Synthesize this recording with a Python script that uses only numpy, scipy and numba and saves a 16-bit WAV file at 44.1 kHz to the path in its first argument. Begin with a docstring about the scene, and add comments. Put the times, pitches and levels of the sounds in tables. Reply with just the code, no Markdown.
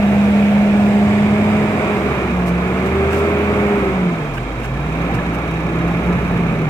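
"""A wheel loader works in a muddy field, heard from a hand-held phone beside an idling tractor. Its pump drones
in three partials, its exhaust note climbs and drops, and filtered noise makes the roar of fans and blocks, with
echoes off ground and steel, and an airy intake. The near tractor ticks, rings and squeaks in bursts timed by
its firings; swells of gritty noise squelch under the walker's feet, and once something clanks."""
import sys
import numpy as np
from scipy import signal
from scipy.fft import rfft, irfft
from scipy.io import wavfile
from scipy.ndimage import uniform_filter1d, map_coordinates
from numba import njit

SR = 44100
rng = np.random.default_rng(int(sys.argv[2]) if len(sys.argv) > 2 else 0)


def pcm_store(signal):
    """Save signal as 16-bit PCM."""
    levels = np.round(np.clip(np.atleast_2d(signal), -1, 1) * 32767)
    wavfile.write(sys.argv[1], SR, levels.astype(np.int16).T)


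N = 295029


def undb(db):
    """Decibels to gain."""
    return 10 ** (np.asarray(db) / 20)


def level(x, db):
    """Scale to an rms level."""
    return x * undb(db) / np.sqrt(np.mean(x ** 2))


def curves(table):
    """Every column after the time column, interpolated to one value per sample."""
    s, *columns = np.transpose(table)
    t = np.arange(N) / SR
    return [np.interp(t, s, column) for column in columns]


def along(table, hz):
    """Read (hz, value) points on a log-frequency axis."""
    points_hz, values = np.array(table).T
    return np.interp(np.log(hz + 1), np.log(points_hz), values)


@njit
def svf(x, hz, width):
    """State-variable band-pass with a centre and width per sample, gain 1 at the centre."""
    y, band, low = np.empty(len(x)), 0., 0.
    for i in range(len(x)):
        g = np.tan(np.pi * hz[i] / SR)
        damping = width[i] / hz[i]
        v = (band + g * (x[i] - low)) / (1 + g * (g + damping))
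        band = 2 * v - band
        low = low + 2 * g * v
        y[i] = damping * v
    return y


def bands(x, table):
    """Sum of fixed resonances, each filtered twice for steepness and set to its own rms level."""
    total = 0
    for hz, width_hz, db in table:
        centre, width = np.full(N, 1. * hz), np.full(N, 1. * width_hz)
        once = svf(x, centre, width)
        total = total + level(svf(once, centre, width), db)
    return total


def walk(rate):
    """Random levels held 1 / rate s and slewed twice; spread near 1."""
    hold = int(SR / rate)
    steps = np.repeat(rng.standard_normal(N // hold + 1), hold)
    slewed = uniform_filter1d(uniform_filter1d(steps, hold), hold)
    return 1.315 * slewed[:N]


def delayed(x, ms):
    """Read a sound a fixed or moving number of milliseconds late."""
    return map_coordinates(x, [np.arange(N) - ms * SR / 1e3], order=3, mode="mirror")


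def stereo_noise():
    """Two noises, alike in the bass and mostly unrelated in the treble."""
    # likeness of the two microphones: hz, likeness (0-1)
    likeness = [(30, 0.94), (120, 0.96), (340, 1), (600, 1), (1070, 0.8), (1600, 0), (2300, 0.35),
                (3400, 0.3), (6000, 0), (15000, 0.1)]
    share = np.clip(along(likeness, np.fft.rfftfreq(N, 1 / SR)), 0, 1)
    mid, side = rfft(rng.standard_normal((2, N)))
    left_right = np.sqrt(1 + share) * mid + np.sqrt(1 - share) * side * np.array([[1], [-1]])
    return irfft(left_right, N) / np.sqrt(2)


def partials(hz, levels_db, flutter_db, waver):
    """Clean partials of one wavering pitch; the higher ones flutter more in the moving air."""
    phase = 2 * np.pi * np.cumsum(hz * (1 + waver * walk(12))) / SR
    total = 0
    for k, db in enumerate(levels_db, 1):
        gain = np.sqrt(2) * undb(db + k * flutter_db * walk(25))
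        total = total + gain * np.sin(k * phase)
    return total


def pump():
    """Drone with two overtones following pump speed; also returns that speed in octaves from full."""
    # pump drone: start_s, pitch_hz, level_db, second_partial_db
    pump_curve = [(0.0, 203, -13, -51), (0.7, 204.6, -12, -37), (1.1, 206.6, -13, -31.5),
                  (1.54, 210.4, -16, -27), (1.87, 208.3, -23, -26.5), (2.09, 203.1, -26.5, -27),
                  (2.2, 197.9, -33, -26), (2.35, 181.4, -18, -32), (2.53, 175.1, -18, -32),
                  (2.75, 185.9, -21.5, -30), (2.97, 195, -24.5, -19.5), (3.3, 203.5, -26, -19.5),
                  (3.55, 206.5, -21.5, -22), (3.76, 203.5, -20, -21), (3.9, 191.9, -23.5, -21),
                  (3.97, 186.2, -19.5, -35), (4.07, 177.3, -14.5, -33), (4.2, 156.3, -26.5, -41),
                  (4.4, 127.6, -26.5, -47), (4.52, 116.3, -35, -54), (4.62, 121.3, -30, -45),
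                  (4.73, 133.8, -23.5, -44), (4.95, 164.2, -24, -51), (5.17, 174.1, -27, -30.5),
                  (5.5, 161.8, -24, -35), (5.83, 168.8, -19, -27), (6.24, 179.8, -19, -40),
                  (6.6, 162.7, -20.5, -34), (6.69, 150.6, -22, -46)]
    full_hz = 205  # full speed
    hz, *levels_db = curves(pump_curve)
    octaves = np.log2(hz / full_hz)
    third_db = -33.5 + 66 * octaves  # dB at full speed and dB per octave: fades fast below it
    return partials(hz, levels_db + [third_db], flutter_db=.5, waver=0.00068), octaves


def exhaust():
    """The loader's firing rate heard as a low note with one overtone."""
    # exhaust note: start_s, firing_hz, level_db, second_partial_db
    exhaust_curve = [(0.0, 76.3, -28.5, -51), (0.3, 80.1, -28.5, -42), (0.6, 81.5, -31, -48),
                     (0.84, 91.4, -45, -50), (1.08, 95.0, -25.5, -42), (1.32, 99.3, -26, -33),
                     (1.6, 98.3, -27, -44), (1.92, 81.6, -42, -44), (2.16, 67.2, -29, -31),
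                     (2.4, 65.5, -24, -44), (2.76, 71, -28, -52), (3.0, 77.6, -21.5, -50),
                     (3.3, 82.46, -25, -52), (3.6, 78.7, -25, -50), (3.72, 71.2, -36, -46),
                     (3.84, 66.2, -26.5, -40), (3.96, 64.6, -29, -41), (4.14, 55.2, -47, -54),
                     (4.32, 45, -31, -53), (4.44, 49.74, -27.5, -50), (4.92, 58.9, -26.5, -50),
                     (5.28, 59, -26.5, -33), (5.55, 61.4, -28, -42), (5.8, 62.1, -27.5, -31),
                     (6.12, 63.5, -24.5, -48), (6.48, 58.9, -31, -38), (6.69, 55.8, -39, -52)]
    hz, *levels_db = curves(exhaust_curve)
    return partials(hz, levels_db, flutter_db=0.3, waver=0.0042)


def roar(octaves):
    """Fan and block noise in seven regions, each wandering by itself, plus a bounce off the mud."""
    # overall swell of the roar: start_s, level_db (before the trim in the scene)
    overall = [(0, -27), (.75, -27), (1.5, -27.5), (2.1, -27), (2.5, -29.5), (3.0, -27), (3.5, -26.5),
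               (3.85, -27.5), (4.25, -32), (4.7, -32.5), (5.05, -29.5), (5.6, -30.5), (6.2, -29),
               (6.69, -30)]
    # swell of the deepest region: start_s, change_db
    deep = [(0, 0.5), (1, 1.5), (2, -0.5), (3, -1), (3.7, -3), (4.5, 3.5), (5.5, 1.5), (6.3, 5.5),
            (6.69, 6.5)]
    # edges between deep, rumble, body, block, clatter, hiss and air: edge_hz
    edges_hz = (260, 500, 950, 1800, 3600, 9000)
    # those seven regions: level_db, extra_in_plain_sight_db, db_per_octave of pump speed
    regions = [(4.5, -1.5, 4), (7, -4, 4), (-2.5, 2.5, 0), (0.5, -6.5, 3.5), (-2.5, -0.5, 4), (-18, 1, -3),
               (-23.5, 0.5, 4)]
    # spectral shape inside the regions, blocks and exhausts: hz, relative_db per Hz
    block_colour = [(25, -21), (45, -21.5), (70, -5), (100, -9), (135, 0.5), (210, -6.5), (330, -9),
                    (500, -9.5), (700, -6.5), (1000, -15), (1300, -15), (1900, -21.5), (2350, -19),
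                    (3100, -30.5)]
    # and above them cooling air: hz, relative_db per Hz
    hiss_colour = [(4200, -39), (4850, -45.5), (5700, -43.5), (7500, -48), (9500, -54.5), (11500, -55),
                   (15500, -59.5)]
    # bounce off the ground, its lag drifting as the phone moves: start_s, left_ms, right_ms
    ground_lag = [(0, 1.5, 1.04), (.6, 1.46, 1.22), (1.2, 1.1, 0.85), (2.2, 0.93, 0.77), (3.8, .75, 0.85),
                  (4.5, 0.92, 0.79), (6.69, 0.89, 0.78)]
    hidden_from_s, hidden_by_s = 0.47, 1.78  # the tractor slides in front of the loader

    hz = np.fft.rfftfreq(N, 1 / SR)
    in_sight = np.interp(np.arange(N) / SR, (hidden_from_s, hidden_by_s), (1, 0))
    coloured = rfft(stereo_noise()) * undb(along(block_colour + hiss_colour, hz))
    above = [np.ones_like(hz)]
    above += [1 / (1 + (edge / (hz + 1)) ** 6) for edge in edges_hz]
    above += [np.zeros_like(hz)]
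    out = 0
    for k, (db, seen_db, per_octave_db) in enumerate(regions):
        region_db = db + seen_db * in_sight + per_octave_db * octaves
        if k == 0:
            region_db = region_db + curves(deep)[0]
        region = level(irfft(coloured * (above[k] - above[k + 1]), N), 0)
        out = out + region * undb(region_db + 0.53 * walk(13.0))
    out = out * undb(curves(overall)[0])
    # soft mud returns mainly the lower part of the sound, and the lag combs the roar
    soft = signal.sosfilt(signal.butter(1, .15, output="sos"), out)
    return np.array([x + 0.21 * delayed(y, ms) for x, y, ms in zip(out, soft, curves(ground_lag))])


def panels(sound):
    """Steel sides throw the sound back; the path lengths wander as the walker sways."""
    # echoes off the machines: lag_ms, level_db against the direct sound
    echoes = [(4.3, -19), (9.7, -16.5), (17, -20.5), (26, -24)]
    out = sound.copy()
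    for lag_ms, db in echoes:
        path_ms = lag_ms + .5 * walk(1.5)
        out += undb(db) * np.array([delayed(x, path_ms) for x in sound])
    return out


def intake():
    """Smooth air noise in three wide resonances, likely the loader's intake."""
    # strongest early, while the loader is in plain sight: start_s, level_db (added to the bands)
    intake_swell = [(0, -57), (.5, -55), (1.2, -52.5), (1.8, -53.5), (2.3, -61), (3, -58), (3.7, -59),
                    (4.2, -63), (6.69, -75)]
    # airy resonances: centre_hz, width_hz, level_db
    intake_bands = [(4800, 660, 3.5), (7420, 3100, 4.5), (3580, 840, 7.5)]
    gain = undb(curves(intake_swell)[0] + 2.0 * walk(5.76))
    return gain * np.array([bands(x, intake_bands) for x in stereo_noise()])


def bursts(cycle, pattern_db, scatter_db, peak):
    """One uneven swell a cycle, topping at the given share of the cycle."""
    count = cycle.astype(int)
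    pattern = np.array(pattern_db)[count % len(pattern_db)]
    size_db = pattern + scatter_db * rng.standard_normal(count[-1] + 1)[count]
    since = (cycle - count) / peak
    return undb(size_db) * since * np.exp(1 - since)


def tractor():
    """At idle each firing ticks in the valve gear, and a loose part rings and squeaks along."""
    # nearness, growing after 4 s as the walker comes beside the bonnet: start_s, nearness_db
    nearness = [(0, 3.5), (1, -3), (2, 2), (3, -1), (4, -2.5), (4.4, -0.5), (5.0, 1.5), (5.5, 2.5),
                (6.1, 3.5), (6.69, -1)]
    # tick sizes of the four cylinders: level_db
    cylinders_db = (0, -2, -1, 0)
    # valve gear resonances: centre_hz, width_hz, level_db
    tick_bands = [(6040, 2300, 1.5), (11040, 1100, -7), (14500, 2500, -18), (1150, 780, 18.5),
                  (2340, 440, 16)]
    # loose part resonances: centre_hz, width_hz, level_db
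    ring_bands = [(3780, 86, 8), (3040, 210, 5), (2480, 83, -15), (1713, 92, 21)]
    # clear squeaks inside the ringing, upper and lower: pitch_hz
    squeaks_hz = (3790, 3200)
    # lower squeak, standing out only for a while: start_s, level_db
    lower_squeak = [(0, -64), (3.6, -58), (4.25, -48), (4.75, -48), (5.1, -58), (6.69, -62)]
    idle_hz = 32.47  # firings a second
    first_tick, first_ring = .25, 1.84  # firings already gone by at the start

    firings = np.arange(N) / SR * idle_hz
    near_db = curves(nearness)[0]
    tick_gain = undb(-59 + near_db)
    ring_gain = undb(-62 + 0.66 * near_db)
    squeaks_db = -56.5 + 1.6 * near_db, curves(lower_squeak)[0]
    tick = bursts(firings + first_tick, cylinders_db, scatter_db=2.0, peak=0.19)
    # rung hardest once a crank turn, every second firing
    ring = bursts(firings + first_ring, (0, -6), scatter_db=1.5, peak=0.28)
    tones = 0
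    for hz, db in zip(squeaks_hz, squeaks_db):
        tones = tones + partials(np.full(N, 1. * hz), [db], flutter_db=1.2, waver=0.0049)
    squeak = ring * tones
    gear = []
    for x in stereo_noise():
        ticking = tick_gain * bands(tick * x, tick_bands)
        ringing = ring_gain * bands(ring * x, ring_bands)
        gear.append(ticking + ringing)
    # the squeaks come from another side than the loader: left .14 ms late, before the microphones' own lag
    return np.array(gear) + np.array([delayed(squeak, .14), squeak])


def mud():
    """Short swells of crackly hiss, most with a wet smack, as a boot pulls out of the mud; one, at 4.378 s, is
    a clank with a strong body."""
    # squelches, and a clank at 4.378 s: centre_s, level_db, length_s, left_minus_right_db, wet_body_db against
    # the level
    squelches = [(2.484, -43.5, 0.04, 0, 0), (2.863, -49, 0.037, 2, 11), (3.137, -45, .05, 0, 9),
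                 (3.19, -49, 0.068, 3, 2), (4.352, -48, .03, 0, -4), (4.378, -52.5, 0.017, 2, 20.5),
                 (4.605, -54, .02, 0, 0), (4.647, -45, 0.039, -3, 10), (5.152, -44.5, 0.025, 0, 6),
                 (5.35, -45, 0.025, 3, 12)]
    # crackly hiss: centre_hz, width_hz, level_db
    hiss_bands = [(5872, 4900, -0.5), (8440, 8900, -1.5), (11900, 6700, -7.5), (14500, 3500, -14)]
    # wet body: centre_hz, width_hz, level_db
    smack_bands = [(1580, 290, 4), (2730, 450, -1)]
    t, hiss, smack = np.arange(N) / SR, np.zeros((2, N)), np.zeros((2, N))
    for s, db, length, pan_db, body_db in squelches:
        sides_db = db + np.array([[pan_db], [-pan_db]]) / 2
        swell = undb(sides_db) * np.exp(-.5 * ((t - s) / (length / 3)) ** 2)
        hiss += swell
        smack += swell * undb(body_db)
    hiss += undb(-62.5 + 3 * walk(14))  # faint shuffling all along
    grit = undb(2.1 * walk(400)) * stereo_noise()
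    out = []
    for x, hiss_gain, smack_gain in zip(grit, hiss, smack):
        out.append(hiss_gain * bands(x, hiss_bands) + smack_gain * bands(x, smack_bands))
    return np.array(out)


def scene():
    """The loader's tones, roar and intake, the tractor and the mud."""
    drone, octaves = pump()
    loader = drone + exhaust() + undb(-2.5) * panels(roar(octaves)) + intake()
    return loader + tractor() + mud()


def record(dry):
    """Two differently shaded microphones a few centimetres apart, soft peaks and a cut top."""
    # shading of the two microphones: hz, left_over_right_db
    shading = [(60, -1), (360, -1), (600, 1), (900, -5.5), (1500, 0), (2250, -9), (3000, -4.5), (4200, 1),
               (7000, -1.5), (8300, 4.5), (9200, 2.5), (10800, 6.5), (12000, 2), (15000, 4)]
    left_lag_s, top_hz = -.000145, 15740  # negative lag: the left microphone hears first
    hz = np.fft.rfftfreq(N, 1 / SR)
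    # half of the difference goes to each side
    half = undb(along(shading, hz) / 2) * np.exp(-1j * np.pi * hz * left_lag_s)
    wet = irfft(rfft(dry) * np.array([half, 1 / half]), N)
    soft_peaks = np.tanh(0.79 * wet) / 0.81
    return signal.sosfilt(signal.ellip(12, .2, 80, top_hz, fs=SR, output="sos"), soft_peaks)


dry = scene()
out = record(dry)
pcm_store(out)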